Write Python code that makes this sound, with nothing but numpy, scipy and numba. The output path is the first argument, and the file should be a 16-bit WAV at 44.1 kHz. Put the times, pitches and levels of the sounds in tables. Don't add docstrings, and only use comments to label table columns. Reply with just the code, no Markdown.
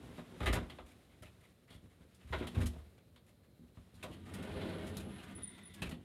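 import sys
import numpy as np
from scipy import signal
from scipy.fft import rfft, irfft
from scipy.io import wavfile
from scipy.ndimage import uniform_filter1d
from numba import njit

SR = 44100
rng = np.random.default_rng(int(sys.argv[2]) if len(sys.argv) > 2 else 0)


def rack_gain(trim_db):
    fader = np.asarray(trim_db, float)
    return 10 ** (fader / 20)


def master_out(mix):
    frames = np.transpose(np.atleast_2d(mix))
    ceiling = np.clip(frames, -1, 1)
    pcm = np.round(ceiling * 32767).astype(np.int16)
    wavfile.write(sys.argv[1], SR, pcm)


N = 266496
TIME = np.arange(N) / SR

# f/Hz, level/dB, t60/s
BOOM_MODES = [(55.2, 0.5, 0.36), (75.4, 2, 0.5), (99.4, 1.5, 0.29), (127.6, -3.5, 0.19), (166.8, 2, 0.27),
              (191, -7.5, 0.35), (239.2, 0.5, 0.39), (286, -5.5, 0.37), (354, -5, 0.82), (396, -26, 0.43),
              (430, -14, 0.29), (516, -33, 0.25), (600, -44, 0.17), (736, -68, 0.24)]
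# f/Hz, level/dB (per Hz)
SCUFF_SPECTRUM = [(410, -35), (700, -2), (909, -9), (1170, -4), (1670, -6), (2190, -5.5), (2330, -6.5),
                  (2970, -8), (3820, -9), (4430, -20.5), (5600, -30.5), (7280, -35), (12300, -120)]
# f/Hz, level/dB (per Hz)
SWISH_SPECTRUM = [(2940, -8.5), (5000, -1.5), (6080, -4.5), (7120, -2), (7870, -3.5), (8530, 0),
                  (11500, -2.5), (15600, -18.5)]


def unit(x):
    return x / np.sqrt(np.mean(x ** 2))


def colour(x, points):
    hz, db = np.transpose(points)
    f = np.maximum(np.fft.rfftfreq(len(x), 1 / SR), 1)
    gain = rack_gain(np.interp(np.log(f), np.log(hz), db))
    return irfft(rfft(x) * gain, len(x))


@njit
def svf(x, hz, width):
    y, band_state, low_state = np.empty(len(x)), 0., 0.
    for i in range(len(x)):
        g = np.tan(np.pi * hz[i] / SR)
        damping = width[i] / hz[i]
        v = (band_state + g * (x[i] - low_state)) / (1 + g * (g + damping))
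        band_state = 2 * v - band_state
        low_state += 2 * g * v
        y[i] = damping * v
    return y


def band(x, hz, width_hz):
    return svf(x, hz + np.zeros(N), width_hz + np.zeros(N))


def narrow(x, hz, width_hz):
    return unit(band(band(x, hz, width_hz), hz, 3 * width_hz))


def walk(rate):
    k = int(SR / rate)
    steps = np.repeat(rng.standard_normal(N // k + 1), k)
    return 1.92 * uniform_filter1d(uniform_filter1d(steps, k), k)[:N]


def grit(spread_db, patchy_db, rate):
    level_db = spread_db * rng.exponential(size=N) + patchy_db * walk(rate)
    return unit(rng.standard_normal(N) * rack_gain(level_db))


def curves(table, fade_s=0.043):
    s, *columns = np.transpose(table)
    gate = np.interp(TIME, [s[0] - fade_s, s[0], s[-1], s[-1] + fade_s], [0, 1, 1, 0])
    return gate, [np.interp(TIME, s, c) for c in columns]


def swell(times, low_db=-14):
    level = rack_gain(np.interp(TIME, times, [low_db, 0, 0, low_db]))
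    return level * (TIME > times[0]) * (TIME < times[-1])


def thumps():
    # t/s, peak level/dB, floor ring f/Hz, panel level/dB, share of full decay
    bumps = [(0.182, -39.5, 96, 22, 0.77), (0.41, -29, 85, -16, 0.65), (0.466, -27, 51.6, -13, 0.6),
             (0.498, -21, 54.3, -12.5, 0.19), (0.534, -29.5, 102, -10, 1), (0.58, -31.5, 81, -14, 0.78),
             (0.791, -47.5, 58.6, -7, 0.86), (1.21, -48.5, 99, -11, 1), (1.378, -55, 81, -16, 0.36),
             (1.708, -48, 102, 3, 0.25), (1.75, -44, 112, -11, 0.51), (1.83, -50, 112, -10, 1),
             (2.009, -48, 116, -7, 0.32), (2.247, -44, 82.4, -18, 0.44), (2.304, -34.5, 77, -39, 1),
             (2.376, -34.5, 79.6, -16, 0.27), (2.4107, -29, 290, -17, 0.17), (2.454, -38.5, 86.1, 15, 0.92),
             (2.567, -23, 102, -20, 0.92), (2.63, -25, 72, -3.5, 0.66), (2.778, -48.5, 75.4, -34, 0.67),
             (3.153, -58, 91.5, 12, 0.67), (3.594, -50, 70.0, 12, 0.97), (3.773, -42, 109, -10.5, 0.55),
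             (3.939, -48.5, 101, -7, 1), (4.041, -40.5, 92, 6, 0.64), (5.819, -31.5, 134, -19, 0.64),
             (5.826, -37.5, 385, -16, 0.32), (5.859, -37, 93.5, -22, 0.26), (5.927, -35, 113, 12, 0.52)]
    panel_hz = 207
    out, t = np.zeros(N), np.arange(SR * 3 // 4) / SR
    hz, mode_db, t60 = np.array(BOOM_MODES).T[:, :, None]
    phases = rng.uniform(-.3, 0.67, (len(bumps), len(BOOM_MODES), 1))
    for (s, db, floor_hz, panel_db, share), phase in zip(bumps, phases):
        i = int(s * SR)
        n = min(len(t), N - i)
        floor_reach = rack_gain(-14 * np.abs(np.log2(hz / floor_hz)))
        panel_reach = rack_gain(panel_db - 17.7 * np.abs(np.log2(hz / panel_hz)))
        fade_db = -60 * t[:n] / (t60 * np.clip(share, .1, 2))
        build = 1 - np.exp(-t[:n] * hz / 0.23)
        level = (floor_reach + panel_reach) * build * rack_gain(mode_db + fade_db)
        ring = (level * np.sin(2 * np.pi * hz * t[:n] + phase)).sum(axis=0)
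        out[i:i + n] -= rack_gain(db) * ring / np.abs(ring).max()
    return out


def shell(drive, tilt_db):
    # f/Hz, width/Hz, level/dB
    shell_rings = [(351.6, 91, 5.5), (395, 41, 2.5), (511.5, 51.6, 7), (613, 57, 6.5), (704, 128, 2),
                   (840, 12, -6), (964, 310, -1)]
    return unit(sum(rack_gain(db + tilt_db * np.log2(hz / 550)) * narrow(drive, hz, width)
                    for hz, width, db in shell_rings))


def clatter():
    # t/s, relative level/dB, main ring f/Hz, treble level/dB, rattle length/s
    knocks = [(0.11, -55, 1258, -9, 0.014), (0.178, -44.5, 1050, -32, 0.018),
              (0.403, -33, 1230, -20, 0.011), (0.428, -38.5, 1260, -13, 0.014),
              (0.458, -23, 1910, -16, 0.023), (0.527, -29.5, 1290, -5.5, 0.014),
              (0.554, -36.5, 1370, -26, 0.026), (0.627, -51, 1480, -14, 0.01),
              (0.6977, -42, 3140, -13, 0.0083), (0.7855, -41.5, 806, -38, 0.0066),
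              (0.858, -60, 2380, -1.5, 0.062), (1.09, -62, 2210, -9, 0.05),
              (1.2224, -47.5, 2090, -6, 0.012), (1.256, -54.5, 2600, -8, 0.015),
              (1.406, -58.5, 2120, -7, 0.05), (1.6741, -57.5, 1900, -12, 0.047),
              (1.702, -57, 3280, -2.5, 0.055), (1.897, -64.5, 2000, -4.5, 0.03),
              (2.008, -60, 1500, -18, 0.012), (2.146, -75.5, 3500, 18, 0.0051),
              (2.202, -62, 2780, -23, 0.032), (2.27, -57.5, 1580, -7, 0.081),
              (2.3249, -27.5, 1420, -27, 0.017), (2.384, -61, 3130, 3, 0.012),
              (2.404, -40, 1350, -28, 0.04), (2.4695, -42, 3170, -2.5, 0.0067),
              (2.547, -41.5, 2510, -11, 0.0085), (2.6034, -40.5, 1640, -8.5, 0.033),
              (2.6576, -50, 3070, 10, 0.012), (2.732, -63.5, 620, -17, 0.0063),
              (2.781, -54, 860, -25, 0.0089), (2.978, -59.5, 2310, -9, 0.009),
              (3.16, -55.5, 3400, -9, 0.0072), (3.264, -65, 1930, -0.5, 0.035),
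              (3.433, -66, 1730, -6, 0.017), (3.77, -56, 890, -28, 0.0041), (3.941, -65, 3850, 3, 0.029),
              (4.027, -37, 2440, -7.5, 0.0095), (4.038, -43.5, 610, -26, 0.0068),
              (4.111, -51.5, 3020, -6.5, 0.037), (4.252, -52, 1280, -9.5, 0.052),
              (4.338, -44.5, 2100, 2, 0.0067), (4.426, -47, 2080, -4, 0.0087),
              (4.611, -42.5, 3300, -16, 0.015), (4.868, -52, 2200, 2.5, 0.022),
              (4.969, -45, 3700, 4.5, 0.0054), (4.995, -52.5, 2500, -0.5, 0.012),
              (5.183, -46.5, 2680, -14, 0.018), (5.23, -51.5, 1560, -5, 0.013),
              (5.378, -49, 1320, -24, 0.017), (5.579, -52, 2100, -9, 0.016),
              (5.738, -58.5, 3230, 7.5, 0.012), (5.819, -32.5, 2710, -9, 0.01),
              (5.857, -46.5, 2520, -7, 0.013), (5.892, -54.5, 2240, 6, 0.008),
              (5.9095, -42, 3000, -11.5, 0.0096)]
    rise_share, crack_s = 0.033, 0.002
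    mid, top, body, ring_hz = np.zeros(N), np.zeros(N), np.zeros(N), np.full(N, 2000.)
    t = np.arange(SR // 3) / SR
    for s, db, hz, top_db, rattle_s in knocks:
        i = int(s * SR)
        n = min(len(t), N - i)
        rattle_s = max(rattle_s, .002)
        after = np.maximum(t[:n] - rattle_s, 0)
        body_db = -5.5 - 6.5 * np.log2(hz / 2000)
        layers = ((mid, 0, .3, .14), (top, top_db, 1.2, .12), (body, body_db, .1, .16))
        for add, layer_db, sharp, t60 in layers:
            rise = 1 - np.exp(-sharp * t[:n] / (rise_share * rattle_s))
            crack = 1 + sharp * crack_s / rattle_s * np.exp(-t[:n] / 0.0036)
            add[i:i + n] += rack_gain(db + layer_db - 11.0 - 60 * after / t60) * rise * crack
        ring_hz[i:] = hz
    contacts = grit(1.22, 1.09, 200)
    ring = unit(colour(contacts, SCUFF_SPECTRUM))
    ring += 0.61 * narrow(contacts, ring_hz, 0.25 * ring_hz)
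    ring += 0.24 * narrow(contacts, 0.647 * ring_hz, 230)
    ring += 0.23 * narrow(contacts, np.minimum(1.445 * ring_hz, 4200), 480)
    treble = unit(colour(contacts, SWISH_SPECTRUM))
    return mid * unit(ring) + top * treble + body * shell(contacts, 1.9)


def rumble(drive, damp, tilt_db):
    rings = sum(rack_gain(db + tilt_db * np.log2(hz / 200)) * unit(band(drive, hz, damp * 1.7 / t60))
                for hz, db, t60 in BOOM_MODES)
    return narrow(rings, 278, 950)


def shuffle():
    # t/s, rumble level/dB, scuff level/dB
    moves = [(0.0, -52, -67.5), (0.16, -58.5, -66), (0.49, -53, -64.5), (0.62, -46.5, -70),
             (0.75, -61, -69.5), (0.95, -64, -76.5), (1.35, -69.5, -75.5), (1.55, -73.5, -82),
             (1.8, -67, -80), (2.29, -70.5, -75), (2.36, -51, -59.5), (2.43, -45, -65), (2.53, -56.5, -65),
             (2.59, -35.5, -57), (2.67, -62.5, -72), (2.75, -55.5, -72), (2.87, -69, -75.5),
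             (3.0, -72, -82.5), (3.53, -72, -84), (4.01, -69, -76.5), (4.1, -47, -71)]
    gate, (low_db, mid_db) = curves(moves)
    top_db = -75 + 0.69 * (mid_db + 69.5)
    rub = grit(0.67, 0.97, 40)
    low = rumble(grit(3.13, 1.06, 30.35), 3.8, -0.82)
    scuff = unit(colour(rub, SCUFF_SPECTRUM))
    cloth = unit(colour(rub, SWISH_SPECTRUM))
    return gate * (rack_gain(low_db) * low + rack_gain(mid_db) * scuff + rack_gain(top_db) * cloth)


def doors():
    # t/s, rumble level/dB, scrape level/dB
    roll = [(4.0, -69, -72), (4.15, -52, -72), (4.25, -54.5, -69), (4.37, -45.5, -57.5), (4.5, -44, -57),
            (4.69, -42.5, -53), (4.83, -43.5, -56.5), (4.95, -45.5, -61), (5.07, -46.5, -64),
            (5.19, -52.5, -60.5), (5.34, -50.5, -61), (5.43, -53, -68.5), (5.52, -60, -68),
            (5.74, -57.5, -70), (5.79, -54.5, -62.5), (5.91, -46.5, -80), (6.04, -56, -73.5)]
    # f/Hz, width/Hz, level/dB
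    panel_rings = [(70, 43, -9), (91.4, 24, -3), (131, 21, -7), (166, 11, -5.5), (194.5, 15, 0),
                   (250.4, 28.4, -3), (322.3, 35, -7.5)]
    # f/Hz, width/Hz, level/dB
    track_rings = [(1030, 90, -24), (1203, 60, 16), (1480, 98, 8), (1817, 40, 12.5), (2130, 51, 9),
                   (2030, 170, 3.5), (3370, 250, -12), (3830, 820, 10)]
    # f/Hz, level/dB (per Hz)
    scrape_spectrum = [(410, -17), (700, 0.5), (848, -15), (957, 3), (1220, -14), (1360, -0.5),
                       (2080, -5.5), (2410, -4), (3210, -4), (5600, -37), (7280, -71), (12300, -120)]
    strand_s = (4.45, 4.75, 5.2, 5.33)

    gate, (low_db, mid_db) = curves(roll)
    body_db = -61.5 + 2.16 * (low_db + 50)
    top_db = -70 + 0.6 * (mid_db + 58.5)
    rub, jolts = grit(2.1, 0.55, 70), grit(2.54, 0.9, 60)
    panels = unit(sum(rack_gain(db) * narrow(jolts, hz, width) for hz, width, db in panel_rings))
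    rings = sum(rack_gain(db + 2.5 * walk(16)) * narrow(rub, hz * (1 + .02 * walk(12)), width)
                for hz, width, db in track_rings)
    scrape = unit(unit(colour(rub, scrape_spectrum)) + .45 * unit(rings))
    hiss_ring = rack_gain(4 * walk(8)) * narrow(rub, 8500 * (1 + .015 * walk(5)), 400)
    hiss = unit(unit(colour(rub, SWISH_SPECTRUM)) + .1 * hiss_ring)
    strand_hz = 10600 + 400 * (TIME - strand_s[1])
    strand_ring = narrow(rub, strand_hz * (1 + .025 * walk(10)), 800)
    strand = swell(strand_s) * rack_gain(-74.5 + 4 * walk(20)) * strand_ring
    boom = rack_gain(low_db) * panels + rack_gain(body_db) * shell(jolts, -6)
    return strand + gate * (boom + rack_gain(mid_db) * scrape + rack_gain(top_db) * hiss)


def squeaks():
    # t/s, level/dB, starting f/Hz, t60/s
    grabs = [(5.3509, -46.5, 9990, 0.15), (5.4223, -46, 9870, 0.12), (5.433, -34.5, 9660, 0.085),
             (5.4717, -48, 9400, 0.22), (5.6338, -58, 9980, 0.18), (5.654, -50, 9800, 0.14)]
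    out, t = np.zeros(N), np.arange(SR // 5) / SR
    waver, flutter = walk(500), rack_gain(2.5 * walk(270))
    for s, db, hz, t60 in grabs:
        i = int(s * SR)
        pitch = hz * (1 - .1 * t + .005 * waver[i:i + len(t)])
        shape = rack_gain(db - 60 * t / t60) * (1 - np.exp(-t / 0.00075))
        out[i:i + len(t)] += shape * np.sin(2 * np.pi * np.cumsum(pitch) / SR)
    return out * flutter


def moan():
    moan_s = (5.3, 5.5, 5.74, 5.82)
    rub = grit(1.5, 1.5, 40)
    drift = 1 + .008 * walk(8)
    rings = narrow(rub, 1975 * drift, 110) + narrow(rub, 3600 / drift, 380)
    return swell(moan_s) * rack_gain(-67.5) * rings


def hall(x, t60_s, wet_db):
    t = np.arange(SR // 2) / SR
    tail = rng.standard_normal(len(t)) * rack_gain(-60 * t / t60_s) * (t > .004)
    tail = signal.lfilter([.5], [1, -.5], tail)
    return x + rack_gain(wet_db) * signal.fftconvolve(x, tail / np.linalg.norm(tail))[:N]


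def room_air():
    # f/Hz, level/dB (per Hz)
    air_spectrum = [(15, -42), (25, -13), (75, 14), (228, 6.5), (315, -2.5), (569, -1), (1030, -34),
                    (1500, -41), (2370, -30.5), (2640, -36), (4070, -15), (5930, -48), (11300, -23),
                    (15600, -27.5)]
    return rack_gain(-68 + 0.81 * walk(3.5)) * unit(colour(rng.standard_normal(N), air_spectrum))


def scene():
    ringing = hall(clatter() + squeaks(), 0.26, -15.5)
    near = ringing + thumps() + shuffle() + doors() + moan()
    return (near + room_air())[None]


def top_cut(x):
    return signal.sosfilt(signal.butter(12, 15800, fs=SR, output="sos"), x)


def record(dry):
    bass_cut = signal.butter(8, 45, "high", fs=SR, output="sos")
    mix = signal.sosfilt(bass_cut, dry)
    return top_cut(mix)


dry = scene()
out = record(dry)
master_out(out)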